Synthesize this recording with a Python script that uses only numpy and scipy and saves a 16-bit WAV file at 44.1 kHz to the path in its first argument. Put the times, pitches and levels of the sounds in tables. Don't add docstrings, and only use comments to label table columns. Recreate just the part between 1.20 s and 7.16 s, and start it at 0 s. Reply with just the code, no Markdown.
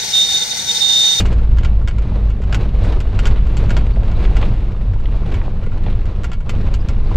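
import sys
import numpy as np
from scipy import signal
from scipy.fft import rfft, irfft, next_fast_len
from scipy.io import wavfile
from scipy.ndimage import uniform_filter1d

SR = 44100
rng = np.random.default_rng(int(sys.argv[2]) if len(sys.argv) > 2 else 0)


def master(y):
    cut = np.clip(np.atleast_2d(y).T, -1, 1)
    pcm = np.round(cut * 32767)
    wavfile.write(sys.argv[1], SR, pcm.astype(np.int16))


N = 262836
TIME = np.arange(N) / SR
CUTOFF_HZ = 16200

# time_s, firing_hz
FIRING_RATE = [(0.0, 56.6), (0.15, 55.18), (0.8, 51.13), (1.45, 51), (1.7, 48.27), (2.3, 49.28),
               (3.1, 48.2), (3.64, 45.2), (4.15, 39.94), (4.7, 37.51), (5.96, 35.4)]
# multiple, level_db
ENGINE_HARMONICS = [(1, -2), (2, -19.5), (3, -25.5), (4, -27.5)]
# time_s, gain_db
BOOM_LEVEL = [(0.0, 0), (0.35, 1.5), (0.8, -0.5), (1.7, 0.5), (2.6, 0.5), (3.3, -1.5), (4.0, -4), (4.6, 0),
              (5.96, 2)]
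# time_s, level_db
HEAVE_LEVEL = [(0.0, 1.5), (0.38, 5), (0.6, 2.5), (0.82, -2.5), (1.3, -3.5), (1.62, 2), (1.76, 3.5),
               (1.93, 0.5), (2.1, 7.5), (2.32, 1.5), (2.58, 3), (2.75, 0.5), (2.92, 4.5), (3.3, 3.5),
               (3.55, -2.5), (3.8, 2.5), (4.1, 1.5), (4.33, -0.5), (4.74, 4), (4.9, -1), (5.22, -0.5),
               (5.5, 3), (5.7, 2.5), (5.82, 6), (5.96, 4)]
# frequency_hz, density_db
HEAVE_SPECTRUM = [(8, -19.5), (16, 7.5), (22, 2.5), (30, 1), (39, -5.5), (48, -5.5), (62, -4.5),
                  (76, -15.5), (130, -47)]
PANEL_SPECTRUM = [(45, -22.5), (62, -8), (76, -3.5), (96, 0.5), (120, -5.5), (150, -12), (200, -12),
                  (250, -21.5), (400, -49.5)]
# time_s, coarseness_db
ROAD_COARSENESS = [(0.0, -2), (0.3, -1), (0.64, -4.5), (0.8, -0.5), (1.17, -2.5), (1.55, -0.5), (2.3, 2.5),
                   (2.8, 0.5), (3.35, 3), (3.5, -1.5), (3.85, -1.5), (3.95, 0), (4.3, -1.5), (4.55, -1),
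                   (5.06, -0.5), (5.2, -7.5), (5.32, -3.5), (5.8, 0), (5.96, 0.5)]
# start_s, hold_s, body_jolt_db, tyre_noise_db
ROAD_BUMPS = [(0.0, 0.0098, 7, 12.5), (0.09, 0.045, 3, 5), (0.427, 0.16, 1, 1.5), (0.874, 0.12, 2.5, 2),
              (1.322, 0.12, 4, 4), (1.573, 0.17, 2.5, 5.5), (1.957, 0.16, 3.5, 4), (2.415, 0.17, 4, 3.5),
              (2.872, 0.14, 2, 1), (3.024, 0.03, 0, 5), (3.2, 0.062, 1, 4), (3.283, 0.086, 1, -1),
              (3.696, 0.054, 1, -2.5), (4.079, 0.11, 4.5, 5.5), (4.455, 0.035, 1.5, -2),
              (4.655, 0.051, 5.5, 4), (5.292, 0.24, 4.5, 5), (5.675, 0.02, 4, 3), (5.917, 0.069, 3.5, 4.5)]
# start_s, peak_db, pitch_hz
FLOOR_THUMPS = [(0.0, -12, 94.6), (0.852, -14, 96), (1.601, -12, 94), (2.501, -13.5, 94.6),
                (3.285, -13, 101.6), (3.677, -12.5, 92.8), (5.351, -12, 96)]
# frequency_hz, density_db
ROAR_SPECTRUM = [(130, -7), (250, -1.5), (340, 0.5), (450, -1), (600, -5.5), (780, -9.5), (1050, -11.5),
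                 (1400, -18.5), (2200, -28), (4000, -30.5)]
CRUNCH_SPECTRUM = [(600, -6), (1100, -1), (1450, -1), (1900, -2.5), (2350, -1.5), (2750, -2), (3200, -7),
                   (3900, -7), (5200, -17), (7600, -24.5), (8600, -29.5), (12000, -34.5), (15500, -43.5)]
# start_s, level_db, brightness_db
FITTING_STRIKES = [(0.0024, -12, -12), (0.0538, -19, -26), (0.0618, -24, -12), (0.1276, -25, -21),
                   (0.194, -29.5, -40), (0.3713, -28, -27), (0.385, -20.5, -37), (0.4336, -22.5, -26),
                   (0.448, -17, -20), (0.4542, -24.5, -27), (0.616, -30, -45), (0.675, -17.5, -31.5),
                   (0.6834, -21, -17), (0.71, -27, -42), (0.7838, -25, -22.5), (0.821, -37, -28),
                   (1.102, -28, -26), (1.219, -29.5, -26), (1.237, -27.5, -30), (1.3259, -12.5, -28),
                   (1.3452, -11.5, -18), (1.8031, -24.5, -6), (1.9905, -13.5, -20), (2.055, -13, -25),
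                   (2.069, -15.5, -16.5), (2.119, -38, -15), (2.2681, -28, -25), (2.3687, -20.5, -11.5),
                   (2.4943, -22, -23), (2.505, -14, -22), (2.567, -13, -23), (2.832, -27.5, -39),
                   (2.9154, -26, -33), (3.1568, -24, -27), (3.1673, -17, -18.5), (3.7335, -30, -41),
                   (3.8002, -32, -36), (4.142, -21, -20), (4.437, -27.5, -34), (4.4633, -27.5, -38),
                   (4.5191, -29, -47), (4.855, -31, -6), (5.0344, -25.5, -22), (5.0427, -18.5, -17),
                   (5.1167, -22, -26), (5.132, -23.5, -25), (5.2039, -30, -31), (5.2939, -15.5, -12.5),
                   (5.5398, -21.5, -3), (5.686, -21.5, -13)]
# frequency_hz, level_db, t60_s
FITTING_MODES = [(1050, -10.5, 0.055), (1388, 8, 0.053), (1449, 4.5, .06), (1607, 0.5, .075),
                 (1936, -14.5, 0.055), (2040, -2, .09), (2234, -3.5, 0.16), (2450, -7, .08),
                 (2594, -10.5, 0.18), (2780, -5.5, 0.098), (2864, 0.5, .08), (3080, -1, .06),
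                 (3070, -6, 0.054), (3240, -4.5, 0.072), (3520, -16.5, .06), (3500, -13.5, 0.17),
                 (4340, -9.5, 0.044), (4455, -10, 0.087), (4560, -7, 0.055), (4630, -12.5, 0.076),
                 (5100, -9.5, .07), (5470, -14.5, 0.081), (6110, -19.5, .07), (6300, -13.5, .06),
                 (6600, -15.5, .06), (7270, -13.5, 0.035), (7100, -12, .05), (7460, -9.5, .05)]
# frequency_hz, density_db
CONTACT_SPECTRUM = [(500, -6.5), (1000, 1.5), (1400, -2.5), (3100, -4), (4000, -9), (5500, -12.5),
                    (7700, -12.5), (8400, -22.5), (11000, -29.5), (15000, -35)]
# start_s, peak_db, centre_hz, width_octaves, t60_s
UNDERSIDE_KNOCKS = [(0.920, -28, 700, 1.3, .06), (0.959, -25, 477, 0.95, 0.17), (1.201, -23, 417, 1, 0.07),
                    (1.619, -20, 395, 1.6, 0.13), (1.640, -36.5, 5200, 1.25, 0.18),
                    (1.648, -22.5, 1560, 1.5, 0.057), (1.669, -23, 484, 1.9, .09),
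                    (1.711, -28, 520, 1.3, 0.14), (1.867, -39, 886, 0.65, 0.035),
                    (2.160, -26, 1720, 1.9, 0.28), (2.428, -21, 430, 1.5, 0.062),
                    (2.578, -20.5, 424, 2.1, 0.071), (2.709, -27.5, 1687, 2.6, 0.11),
                    (2.770, -20, 550, 1, 0.18), (2.824, -27, 695, 1.2, 0.063),
                    (3.052, -22, 1885, 1.9, 0.052), (3.2271, -18.5, 2410, 1.23, 0.078),
                    (3.229, -17.5, 950, 0.83, 0.098), (3.548, -32, 901.4, 1.1, 0.05),
                    (3.761, -27, 690, 1.2, 0.033), (3.857, -24.5, 2680, 0.94, 0.026),
                    (4.216, -21, 1060, 2, 0.029), (4.280, -18, 493, 2, 0.016), (4.335, -27, 427, 0.77, .06),
                    (4.468, -23.5, 410, 0.76, 0.053), (4.663, -27.5, 2090, 1.7, 0.11),
                    (4.665, -20, 590, 1.0, 0.099), (4.684, -26, 1100, 2.1, 0.08),
                    (4.728, -29.5, 1900, 2, 0.094), (5.266, -32, 880, 1.1, 0.13),
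                    (5.914, -21, 740, 1.14, 0.066)]
# start_s, level_db, pitch_hz, length_s
TRIM_SQUEAKS = [(1.404, -46, 4040, 0.031), (1.681, -44, 3800, 0.04), (2.728, -52, 4570, 0.021),
                (2.94, -49, 3817, 0.048), (5.6, -48, 4900, 0.022), (5.862, -50, 4380, 0.026)]
# frequency_hz, density_db
HISS_SPECTRUM = [(1500, -14), (4000, -7.5), (8000, 0.5), (10000, 0.5), (15000, -10)]


def engine(boom_db=-13.0, cab_hz=53.4, cab_width_hz=18.8, flutter_db=2.5,
           throb_depth=0.27, throb_hz=8.4, wobble_rad=0.3):
    firing_hz, = in_time(FIRING_RATE)
    swell_db, = in_time(BOOM_LEVEL)
    resonance = 1 / (1 + (2 * (firing_hz - cab_hz) / cab_width_hz) ** 2)
    rocking_hz = throb_hz * (1 + 0.32 * drift(4.1))
    rocking = 1 + throb_depth * np.sin(2 * np.pi * np.cumsum(rocking_hz) / SR)
    phase = 2 * np.pi * np.cumsum(firing_hz) / SR + wobble_rad * drift(9)
    harmonics = np.zeros(N)
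    for multiple, level_db in ENGINE_HARMONICS:
        amplitude = from_db(level_db + flutter_db * drift(24.0))
        harmonics += amplitude * np.sin(multiple * phase + rng.uniform(0, 2 * np.pi))
    return np.sqrt(2) * from_db(boom_db + swell_db) * resonance * rocking * harmonics


def body(heave_db=-16.5, drum_db=-24.5, coarseness_weight=0.67):
    coarse_db, jolt_db, _ = road_excitation()
    sway_db, = in_time(HEAVE_LEVEL)
    heave = steady(colour(rng.standard_normal(N), HEAVE_SPECTRUM), span_s=0.08)
    panels = steady(colour(rng.standard_normal(N), PANEL_SPECTRUM), span_s=0.16)
    panel_db = coarseness_weight * coarse_db + jolt_db + drum_db
    return from_db(sway_db + heave_db) * heave + from_db(panel_db) * panels


def floor_thumps(rise_s=0.022):
    out, t = np.zeros(N), TIME[:SR // 4]
    swell = (t / rise_s * np.exp(1 - t / rise_s)) ** 2
    for start_s, peak_db, pitch_hz in FLOOR_THUMPS:
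        add(out, start_s, from_db(peak_db) * swell * np.sin(2 * np.pi * pitch_hz * t))
    return out


def tyres(roar_db=-36.0, crunch_db=-52.0, roughness_weight=1.46, chatter_db=-1.0,
          judder_db=1.74, wash_db=-52.5):
    coarse_db, _, scuff_db = road_excitation()
    rough_db = coarse_db + scuff_db
    thuds = steady(colour(impacts(per_s=4000, spread_db=2.5), ROAR_SPECTRUM), span_s=0.073)
    stones = rms_one(colour(impacts(per_s=12000, spread_db=1.0), CRUNCH_SPECTRUM))
    trim = steady(colour(trim_rattle(per_s=130, t60_s=0.069), CRUNCH_SPECTRUM), span_s=0.076)
    roar = from_db(roar_db + rough_db) * thuds
    crunch = from_db(crunch_db + roughness_weight * rough_db) * (stones + from_db(chatter_db) * trim)
    wash = from_db(wash_db + coarse_db) * rms_one(colour(rng.standard_normal(N), CRUNCH_SPECTRUM))
    return wash + from_db(judder_db * drift(20)) * (roar + crunch)


def loose_fitting(gain_db=-12.5, ring_db=0.5, contact_s=0.0027, scatter_db=-1.5, scatter_t60_s=0.068,
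                  bounce_db=-10.0, neutral_bright_db=-18.0,
                  firm_db=-19.5, firm_hz=4500.0, db_per_octave=4.0):
    out, t = np.zeros(N), TIME[:SR // 6]
    mode_hz, mode_db, t60_s = np.transpose(FITTING_MODES)[:, :, None]
    for start_s, level_db, bright_db in FITTING_STRIKES:
        scatter = from_db(scatter_db) * rng.standard_normal(len(t)) * decay(t, scatter_t60_s)
        contact = np.sin(np.pi * np.minimum(t / contact_s, 1)) * rng.standard_normal(len(t))
        crack = colour(contact + scatter, CONTACT_SPECTRUM)
        strength = from_db(mode_db + rng.normal(0, 3.5, mode_hz.shape))
        strength *= rng.choice([-1, 1], mode_hz.shape)
        detuning = 1 + 0.007 * rng.standard_normal(mode_hz.shape)
        modes = strength * np.sin(2 * np.pi * mode_hz * detuning * t) * decay(t, t60_s)
        clack = rms_one(crack) + from_db(ring_db) * rms_one(modes.sum(axis=0))
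        soft_octaves = max(firm_db - level_db, 0) / db_per_octave
        lowpass = signal.butter(1, firm_hz / 2 ** soft_octaves, fs=SR, output="sos")
        dull = signal.sosfilt(lowpass, clack)
        clack = dull + from_db(bright_db - neutral_bright_db) * (clack - dull)
        clack = from_db(level_db + gain_db) * clack / np.std(clack[:SR // 100])
        add(out, start_s, clack)
        add(out, start_s + rng.uniform(0.0046, 0.0083), from_db(bounce_db) * clack)
    return out


def underside_knocks(strike_db=6.5):
    out, t = np.zeros(N), TIME[:SR // 5]
    for start_s, peak_db, centre_hz, width_octaves, t60_s in UNDERSIDE_KNOCKS:
        edges_hz = np.minimum(centre_hz * 2 ** (width_octaves * np.array([-.5, .5])), CUTOFF_HZ)
        band = signal.butter(4, edges_hz, "band", fs=SR, output="sos")
        strike = from_db(strike_db) * np.sqrt(SR / centre_hz) * (t == 0)
        tail = rng.standard_normal(len(t)) * decay(t, t60_s)
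        knock = signal.sosfilt(band, strike + tail)
        add(out, start_s, from_db(peak_db) * knock / abs(knock).max())
    return out


def pebbles(base_db=-42.0, per_s=40, low_hz=820, high_hz=3200, ring_cycles=22, spread_db=2.0):
    coarse_db, _, scuff_db = road_excitation()
    out, t = np.zeros(N), TIME[:SR // 20]
    for when, pitch, size in rng.random((int(per_s * N / SR), 3)):
        at = int(when * N)
        pitch_hz = low_hz * (high_hz / low_hz) ** pitch
        size_db = spread_db * min(-np.log(1 - size), 3)
        level_db = base_db + size_db + coarse_db[at] + scuff_db[at]
        tick = np.sin(2 * np.pi * pitch_hz * t) * decay(t, ring_cycles / pitch_hz)
        add(out, at / SR, from_db(level_db) * tick)
    return out


def trim_rattle(per_s, t60_s):
    tap_energy = impacts(per_s, spread_db=6.5) ** 2 + 1e-18
    power = signal.lfilter([1], [1, -decay(2 / SR, t60_s)], tap_energy)
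    return np.sqrt(power) * rng.standard_normal(N)


def trim_squeaks(width_hz=440.0):
    out = np.zeros(N)
    for start_s, level_db, pitch_hz, length_s in TRIM_SQUEAKS:
        size = int(length_s * SR)
        edges_hz = [pitch_hz - width_hz / 2, pitch_hz + width_hz / 2]
        band = signal.butter(2, edges_hz, "band", fs=SR, output="sos")
        ring = signal.sosfilt(band, rng.standard_normal(SR // 5))[-size:]
        add(out, start_s, from_db(level_db) * np.hanning(size) * rms_one(ring))
    return out


def hiss(level_db=-75.5):
    channels = [rms_one(colour(noise, HISS_SPECTRUM)) for noise in rng.standard_normal((2, N))]
    return from_db(level_db) * np.stack(channels)


def road_excitation(attack_s=0.046, release_s=0.031):
    coarse_db, = in_time(ROAD_COARSENESS)
    jolt_db, scuff_db = np.zeros(N), np.zeros(N)
    for start_s, hold_s, body_db, tyre_db in ROAD_BUMPS:
        swell = np.clip(1 + (TIME - start_s) / attack_s, 0, 1)
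        shape = swell * np.exp(-np.maximum(TIME - start_s - hold_s, 0) / release_s)
        jolt_db += body_db * shape
        scuff_db += tyre_db * shape
    return coarse_db, jolt_db, scuff_db


def impacts(per_s, spread_db):
    sizes = from_db(spread_db * np.minimum(rng.exponential(1, N), 4))
    return (rng.random(N) < per_s / SR) * sizes * rng.choice([-1, 1], N)


def drift(rate_hz):
    step, settle = 40, 2000
    pole = np.exp(-2 * np.pi * step * rate_hz / SR)
    noise = rng.standard_normal(N // step + settle + 2)
    slow = signal.lfilter([1], [1, -2 * pole, pole * pole], noise)[settle:]
    return np.interp(np.arange(N) / step, np.arange(len(slow)), rms_one(slow))


def colour(x, spectrum):
    size = 2 * next_fast_len(len(x))
    octave = np.log2(np.maximum(np.arange(size // 2 + 1) * SR / size, 1))
    hz, db = np.transpose(spectrum)
    beyond = abs(octave - np.clip(octave, np.log2(hz[0]), np.log2(hz[-1])))
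    gain = from_db(np.interp(octave, np.log2(hz), db) - 20 * beyond)
    cepstrum = irfft(np.log(gain))
    cepstrum[1:size // 2] *= 2
    cepstrum[size // 2 + 1:] = 0
    return irfft(rfft(x, size) * np.exp(rfft(cepstrum)))[:len(x)]


def steady(x, span_s):
    return x / np.sqrt(uniform_filter1d(x ** 2, int(span_s * SR)) + 1e-12)


def rms_one(x):
    return x / np.sqrt(np.mean(x ** 2) + 1e-20)


def decay(t, t60_s):
    return np.exp(-np.log(1000) * t / t60_s)


def from_db(db):
    return 10 ** (np.asarray(db) / 20)


def in_time(rows):
    time_s, *columns = np.transpose(rows)
    return [np.interp(TIME, time_s, column) for column in columns]


def add(out, start_s, sound):
    at = max(round(start_s * SR), 0)
    out[at:at + len(sound)] += sound[:N - at]


def scene(flutter_db=-50.5):
    cab = engine() + body() + floor_thumps() + tyres() + pebbles()
    cab = cab + loose_fitting() + underside_knocks() + trim_squeaks()
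    background = hiss()
    balance = 1 + from_db(flutter_db) * drift(30) * [[1], [-1]]
    return cab * balance + background


def record(dry):
    rounded = dry / (1 + dry ** 8) ** (1 / 8)
    lowpass = signal.cheby2(12, 70, CUTOFF_HZ, fs=SR, output="sos")
    return signal.sosfilt(lowpass, rounded)


dry = scene()
out = record(dry)
master(out)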